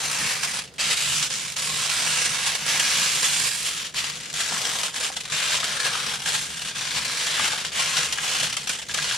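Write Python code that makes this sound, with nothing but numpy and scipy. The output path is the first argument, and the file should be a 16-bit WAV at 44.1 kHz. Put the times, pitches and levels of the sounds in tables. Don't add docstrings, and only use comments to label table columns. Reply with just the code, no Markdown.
import sys
import numpy as np
from scipy import signal
from scipy.fft import rfft, irfft, next_fast_len
from scipy.io import wavfile
from scipy.ndimage import uniform_filter1d

SR = 44100
rng = np.random.default_rng(int(sys.argv[2]) if len(sys.argv) > 2 else 0)


def wav_out(sig):
    wavfile.write(sys.argv[1], SR, np.round(np.clip(np.atleast_2d(sig).T, -1, 1) * 32767).astype(np.int16))


N = 404397
TIME = np.arange(N) / SR
RING_SIZE = 8192
RING_TIME = np.arange(RING_SIZE) / SR
RING_HZ = np.fft.rfftfreq(RING_SIZE, 1 / SR) + 1

# time in seconds, peak level in dB before a trim shared by all.
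BIG_CREASES = [(0.112, -14.5), (0.185, -16), (0.431, -13), (0.54, -17.5), (0.737, -35.5), (0.758, -37),
               (1.305, -20), (1.563, -14), (1.897, -12), (1.964, -15), (2.548, -18), (2.662, -18.5),
               (2.795, -10), (3.227, -14.5), (3.942, -19.5), (4.04, -17), (4.206, -25), (4.327, -21),
               (4.523, -19), (4.65, -12), (4.831, -13.5), (4.959, -18), (5.164, -17.5), (5.204, -23.5),
               (5.253, -23.5), (5.298, -22), (5.6, -17), (5.64, -14), (5.8, -15.5), (6.259, -15.5),
               (6.764, -22), (7.049, -17.5), (7.197, -13.5), (7.647, -15.5), (7.717, -22), (8.123, -13),
               (8.173, -19), (8.398, -17), (8.429, -14), (8.525, -16.5), (8.566, -13.5), (8.671, -16),
               (8.692, -11.5), (8.885, -22.5), (8.941, -14), (8.972, -19), (9.022, -16)]


def from_db(db):
    return 10 ** (np.asarray(db) / 20)


def rms_one(x):
    return x / np.sqrt(np.mean(x ** 2) + 1e-20)


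def in_time(rows):
    seconds, *columns = np.transpose(rows)
    return [np.interp(TIME, seconds, column) for column in columns]


def at_hz(points, hz):
    point_hz, point_db = np.transpose(points)
    return np.interp(np.log(hz), np.log(point_hz), point_db)


def drift(per_s):
    values = rng.standard_normal(N // 20)
    return rms_one(np.interp(TIME * per_s, np.arange(N // 20), values))


def add(out, seconds, sound):
    at = max(round(seconds * SR), 0)
    out[..., at:at + sound.shape[-1]] += sound[..., :N - at]


def kitchen(rumble_db=-50, side_db=-9.0, waver_rad=1.0):
    # pitch in Hz, relative level in dB per Hz.
    rumble_colour = [(25, -24), (62, -9), (95, -15), (150, 1.5), (290, -11), (500, -6), (900, -20),
                     (5000, -18), (14000, -44)]
    # pitch in Hz, rms level in dB before the final balance.
    hum_tones = [(76, -63.5), (151.5, -60.5)]
    size = next_fast_len(N + RING_SIZE, True)
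    hz_axis = np.fft.rfftfreq(size, 1 / SR) + 1
    noise = rfft(rng.standard_normal((2, size)))
    mid, side = irfft(noise * from_db(at_hz(rumble_colour, hz_axis)))[:, :N]
    out = from_db(rumble_db) * rms_one(mid + from_db(side_db) * side * [[1], [-1]])
    for hz, db in hum_tones:
        phase = 2 * np.pi * hz * TIME + waver_rad * drift(8.3)
        out = out + from_db(db) * np.sqrt(2) * np.sin(phase)
    return out


def crushing(attack_s=0.023, release_db_per_s=201.5, fold_s=.019):
    # start in seconds, length in seconds,
    # relative crackle level in dB at the start, and the same at the end.
    presses = [(-0.02, 0.348, -29, -25), (0.343, 0.24, -32, -28), (0.775, 0.16, -23, -24.5),
               (0.951, 0.29, -25, -25.5), (1.281, 0.26, -28, -35), (1.555, 0.71, -29, -23),
               (2.284, 0.26, -26.5, -26), (2.57, 0.11, -33.5, -26), (2.665, 0.38, -23, -22),
               (3.045, .43, -24.5, -24), (3.488, 0.36, -29.5, -31), (3.94, .16, -26, -30.5),
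               (4.112, 0.34, -34.5, -37), (4.321, 0.54, -29.5, -28.5), (4.923, 0.14, -32, -28),
               (5.1, 0.22, -38, -34.5), (5.302, .27, -25.5, -24.5), (5.603, 0.54, -28, -28.5),
               (6.16, .08, -39, -32), (6.254, 0.17, -27.5, -29.5), (6.42, 0.27, -37, -30),
               (6.731, 0.425, -29.5, -28), (7.155, 0.32, -26.5, -24.5), (7.478, 0.2, -27, -32),
               (7.708, .09, -32, -23.5), (7.807, .24, -27, -24.5), (8.076, 0.18, -30.5, -34.5),
               (8.198, .245, -27.5, -23), (8.458, 0.26, -31, -37.5), (8.676, 0.15, -28, -35.5),
               (8.879, 0.05, -28, -32), (8.936, 0.21, -28.5, -25.5)]
    # time of the peak in seconds, relative crackle level in dB.
    folds = [(0.437, -26), (0.915, -23), (2.47, -24), (3.245, -23), (3.673, -27.5), (3.979, -27.5),
             (4.405, -27), (5.039, -29.5), (5.534, -25), (5.859, -24.5), (6.276, -25), (6.348, -24.5),
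             (6.972, -26), (7.449, -25.5), (7.805, -24.5), (7.978, -23)]
    power = np.zeros(N)
    for start, length, start_db, end_db in presses:
        held_db = np.interp(TIME, [start, start + length], [start_db, end_db])
        settled_db = np.clip(release_db_per_s * (TIME - start - length), 0, 100)
        rise = np.clip((TIME - start) / attack_s, 0, 1)
        power += (rise * from_db(held_db - settled_db)) ** 2
    for peak_s, db in folds:
        near = np.abs(TIME - peak_s) < 10 * fold_s
        power[near] += from_db(db) ** 2 * np.exp(-((TIME[near] - peak_s) / fold_s) ** 2)
    return 10 * np.log10(power + 1e-7)


def sticking(stick_db=2.5, stick_s=.016):
    dip_db = np.zeros(N)
    for s, _ in BIG_CREASES:
        near = np.abs(TIME - s) < 10 * stick_s
        dip_db[near] += stick_db * np.exp(-((TIME[near] - s) / stick_s + .5) ** 2)
    return dip_db


def avalanches(per_s=60, fade_s=0.0025, surge=0.76):
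    starts = (rng.random(N) < per_s / SR) * rng.exponential(1, N)
    surges = signal.lfilter([1], [1, -np.exp(-1 / (fade_s * SR))], starts + 1e-18)
    return np.sqrt(1 + surge * surges)


def sheet_colour(s, span_width_hz=950):
    # pitch in Hz, relative level in dB per Hz.
    sheet_curve = [(250, -18), (370, -22.5), (480, -13), (900, -7.5), (1500, -4.5), (3000, -2), (5000, -3),
                   (7700, -6.5), (10300, -13.5), (11500, -22), (14000, -30), (15700, -43)]
    # pitch in Hz, width in Hz, gain in dB.
    fixed_peaks = [(453, 83, 4.5), (1065, 17, 3.5), (1640, 100, 4)]
    # time in seconds, pitch in Hz, gain in dB.
    free_span = [(.85, 2550, 2), (1.35, 3120, 3.5), (2.3, 2570, 2.5), (4.2, 3180, 3), (5.4, 3450, 3),
                 (6.6, 3240, 3), (7.4, 3100, 2), (8.3, 3020, 4)]
    times, pitches, gains_db = np.transpose(free_span)
    span = (np.interp(s, times, pitches), span_width_hz, np.interp(s, times, gains_db))
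    colour_db = at_hz(sheet_curve, RING_HZ)
    for hz, width, gain_db in [*fixed_peaks, span]:
        colour_db = colour_db + gain_db / (1 + (2 * (RING_HZ - hz) / width) ** 2)
    return from_db(colour_db) / np.sqrt(1 + (170 / RING_HZ) ** 6)


def buckle(s, uneven_db, crack_db, crack_t60=0.0037, sheet_t60=0.062, room_t60=0.3, room_db=-9, pan_db=1.0):
    # pitch in Hz, side minus mid in dB.
    ear_spread = [(300, -25), (700, -5.5), (1400, -5), (2600, -9.5), (5000, -8), (8000, 0)]
    # pitch in Hz, left minus right in dB.
    sheet_lean = [(350, -5.5), (700, -4), (1300, 3), (2800, 0.4), (5000, -2)]
    # strength in dB, seconds to fade by 60 dB
    stages = [(crack_db, crack_t60), (0, sheet_t60), (room_db, room_t60)]
    fade = np.sqrt(sum(from_db(db - 60 * RING_TIME / t60) ** 2 / t60 for db, t60 in stages))
    mid, side = rfft(rng.standard_normal((2, RING_SIZE)) * fade)
    own_log_hz = np.linspace(np.log(300), np.log(SR / 2), 24)
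    own_db = uneven_db * np.interp(np.log(RING_HZ), own_log_hz, rng.standard_normal(24))
    cepstrum = irfft(np.log(sheet_colour(s) * from_db(own_db) + 1e-4))
    keep = (RING_TIME > 0) * (RING_TIME < RING_TIME[-1] / 2)
    colour = np.exp(rfft(2 * cepstrum * keep))
    ears = mid + side * from_db(at_hz(ear_spread, RING_HZ)) * [[1], [-1]]
    lean_db = at_hz(sheet_lean, RING_HZ) + pan_db * rng.normal()
    sound = irfft(ears * colour * from_db(lean_db * np.array([[.5], [-.5]])))
    return sound / np.sqrt(np.sum(sound.mean(0) ** 2))


def ticks(crush_db, per_s=30, over_db=11.5, spread_db=8.0, low_hz=2000, high_hz=8500):
    level_db = crush_db + over_db + rng.uniform(-spread_db, spread_db, (2, N))
    clicks = (rng.random(N) < per_s / SR) * from_db(level_db)
    band = signal.butter(2, [low_hz, high_hz], "band", fs=SR, output="sos")
    return signal.sosfilt(band, clicks + 1e-18)


def crackle(per_s=1000, rate_per_db=0.0842, size_db=2.5, level_db=0.3, even_s=0.041, facets_per_s=24, count=6):
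    crush_db = crushing() - sticking()
    rate = per_s * np.exp(2 * rate_per_db * (crush_db - np.median(crush_db)))
    sizes = from_db(size_db * np.minimum(rng.exponential(1, N), 4.5)) * avalanches()
    clicks = (rng.random(N) < rate / SR) * sizes * rng.choice([-1, 1], N)
    power = uniform_filter1d(clicks ** 2, int(even_s * SR))
    power = uniform_filter1d(power, int(even_s * SR / 2))
    clicks = clicks / np.sqrt(np.abs(power) + 1e-3) * from_db(crush_db + level_db)
    facet = (TIME * facets_per_s + count * rng.random(N)).astype(int)
    out = np.zeros((2, N))
    for k in range(facet.max()):
        first, last = np.searchsorted(TIME, [(k - count) / facets_per_s, (k + 1) / facets_per_s])
        own = clicks[first:last] * (facet[first:last] == k)
        ring = buckle(first / SR, uneven_db=2.5, crack_db=-10.0)
        add(out, first / SR, signal.fftconvolve(own[None], ring, axes=1))
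    return out + ticks(crush_db)


def facet_size(x, wide_db=8.0, tiny_db=5.5, wide_hz=1700, tiny_hz=5500):
    # time in seconds, wide against middling ones in dB,
    # tiny against middling ones in dB; wide_db and tiny_db are added to these.
    facet_mix = [(.15, -6.5, -6), (.85, -11.5, -8.5), (1.15, -13, -2.5), (1.9, -8.5, -3.5), (2.5, -9, -8),
                 (3.7, -14, -5.5), (4, -11, -6), (4.22, -13.5, -8), (4.55, -5, -2.5), (5.4, -9, -6.5),
                 (5.9, -5, -6.5), (6.55, -11, -5), (7.35, -7, -6.5), (8.3, -8.5, -7), (8.65, -9.5, -6),
                 (9.05, -9.5, -7.5)]
    wide, tiny = in_time(facet_mix)
    low = signal.sosfiltfilt(signal.butter(2, wide_hz, fs=SR, output="sos"), x)
    high = signal.sosfiltfilt(signal.butter(2, tiny_hz, "high", fs=SR, output="sos"), x)
    middle = x - low - high
    return middle + low * from_db(wide + wide_db) + high * from_db(tiny + tiny_db)


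def tray(bump_db=-2.5, push_s=0.02, shake_db=-50.0, follows=0.36, uneven_db=2.0):
    # pitch in Hz, relative gain in dB,
    # ring length in seconds (the fade by 60 dB takes about a fifth longer).
    tray_modes = [(71.6, -7.5, 0.18), (126, -1.5, 0.36), (150.2, -0.5, 0.088), (197.5, -5, 0.28)]
    # time in seconds, peak level in dB before bump_db is added.
    bumps = [(0.19, -30), (0.829, -35), (1.191, -35), (2.247, -32), (3.36, -33), (4.51, -33), (6.76, -38),
             (6.93, -30.5), (7.391, -32), (7.975, -32), (8.402, -33.5)]

    def body(force):
        return sum(from_db(db) * signal.lfilter(*signal.iirpeak(hz, hz * ring_s / 1.83, fs=SR), force)
                   for hz, db, ring_s in tray_modes)

    crush_db = crushing()
    level_db = shake_db + follows * (crush_db - np.median(crush_db)) + uneven_db * drift(12)
    out = rms_one(body(rng.standard_normal(N))) * from_db(level_db)
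    for s, peak_db in bumps:
        push = rng.standard_normal(RING_SIZE) * RING_TIME * np.exp(-RING_TIME / push_s)
        thud = body(push)
        add(out, s, thud / np.abs(thud).max() * from_db(peak_db + bump_db))
    return out


def snaps(level_db=1.0, chain_s=.005, neighbour_db=-8, count=3):
    out = np.zeros((2, N))
    for s, peak_db in BIG_CREASES:
        sound = buckle(s, uneven_db=1.0, crack_db=-6.0, sheet_t60=0.075)
        sound = sound / np.abs(sound.mean(0)).max() * from_db(peak_db + level_db)
        add(out, s + chain_s / 2, sound)
        for delay in (np.arange(count) + rng.random(count)) / count:
            neighbour = sound * from_db(neighbour_db) * rng.choice([-1, 1])
            add(out, s + chain_s * (2 * delay - .5), neighbour)
    return out


def flip(s, hz, t60, crack_db, rise_s=0.00034):
    fade = from_db(-60 * RING_TIME / t60)
    rise = -np.expm1(-RING_TIME / rise_s)
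    tone = np.sin(2 * np.pi * hz * RING_TIME) * fade * rise
    crack = signal.lfilter(*signal.iirpeak(hz, 1, fs=SR), buckle(s, uneven_db=1.5, crack_db=-3.0))
    return tone + crack / np.abs(crack).max() * from_db(crack_db)


def pops(level_db=-1.5, cycles=28.0, crack_db=4.5):
    # time in seconds, level in dB before level_db is added, pitch in Hz.
    facet_flips = [(1.219, -24, 1920), (2.746, -24.5, 800), (4.521, -24.5, 775), (4.564, -27, 1076),
                   (4.882, -24, 1460), (5.102, -27, 780), (5.631, -17, 1290), (5.953, -18, 1280),
                   (7.097, -22, 1280), (7.397, -15, 1205), (7.533, -22.5, 861), (8.209, -24, 2120)]
    out = np.zeros((2, N))
    for s, peak_db, hz in facet_flips:
        add(out, s, flip(s, hz, cycles / hz, crack_db) * from_db(peak_db + level_db))
    return out


def pings(level_db=2.0, crack_db=7.5, centre_hz=1630, t60=0.049, spread=0.023):
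    # time in seconds, level in dB before level_db is added.
    cover_pings = [(5.52, -23.5), (5.8, -26), (6.259, -24), (6.351, -29), (7.376, -26), (8.185, -24),
                   (8.895, -30.5), (8.987, -21.5), (9.111, -24)]
    out = np.zeros((2, N))
    for s, peak_db in cover_pings:
        hz = centre_hz * rng.normal(1, spread)
        add(out, s, flip(s, hz, t60, crack_db) * from_db(peak_db + level_db))
    return out


def placed(foil, top_hz=9000):
    # time in seconds, left minus right in dB,
    # gain of the top treble in dB.
    balance_and_top = [(.5, 0.7, 5), (1.4, 0.1, 1), (3.65, -0.5, 7), (4, 1.5, 2)]
    balance_db, top_db = in_time(balance_and_top)
    top = signal.sosfiltfilt(signal.butter(2, top_hz, "high", fs=SR, output="sos"), foil)
    return (foil + top * (from_db(top_db) - 1)) * from_db(balance_db * np.array([[.5], [-.5]]))


def scene():
    foil = placed(facet_size(crackle()) + snaps() + pops() + pings())
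    return foil + (tray() + kitchen()) * from_db([[-.6], [.6]])


def record(dry, cutoff_hz=15800):
    return signal.sosfilt(signal.ellip(12, .1, 90, cutoff_hz, fs=SR, output="sos"), dry)


dry = scene()
out = record(dry)
wav_out(out)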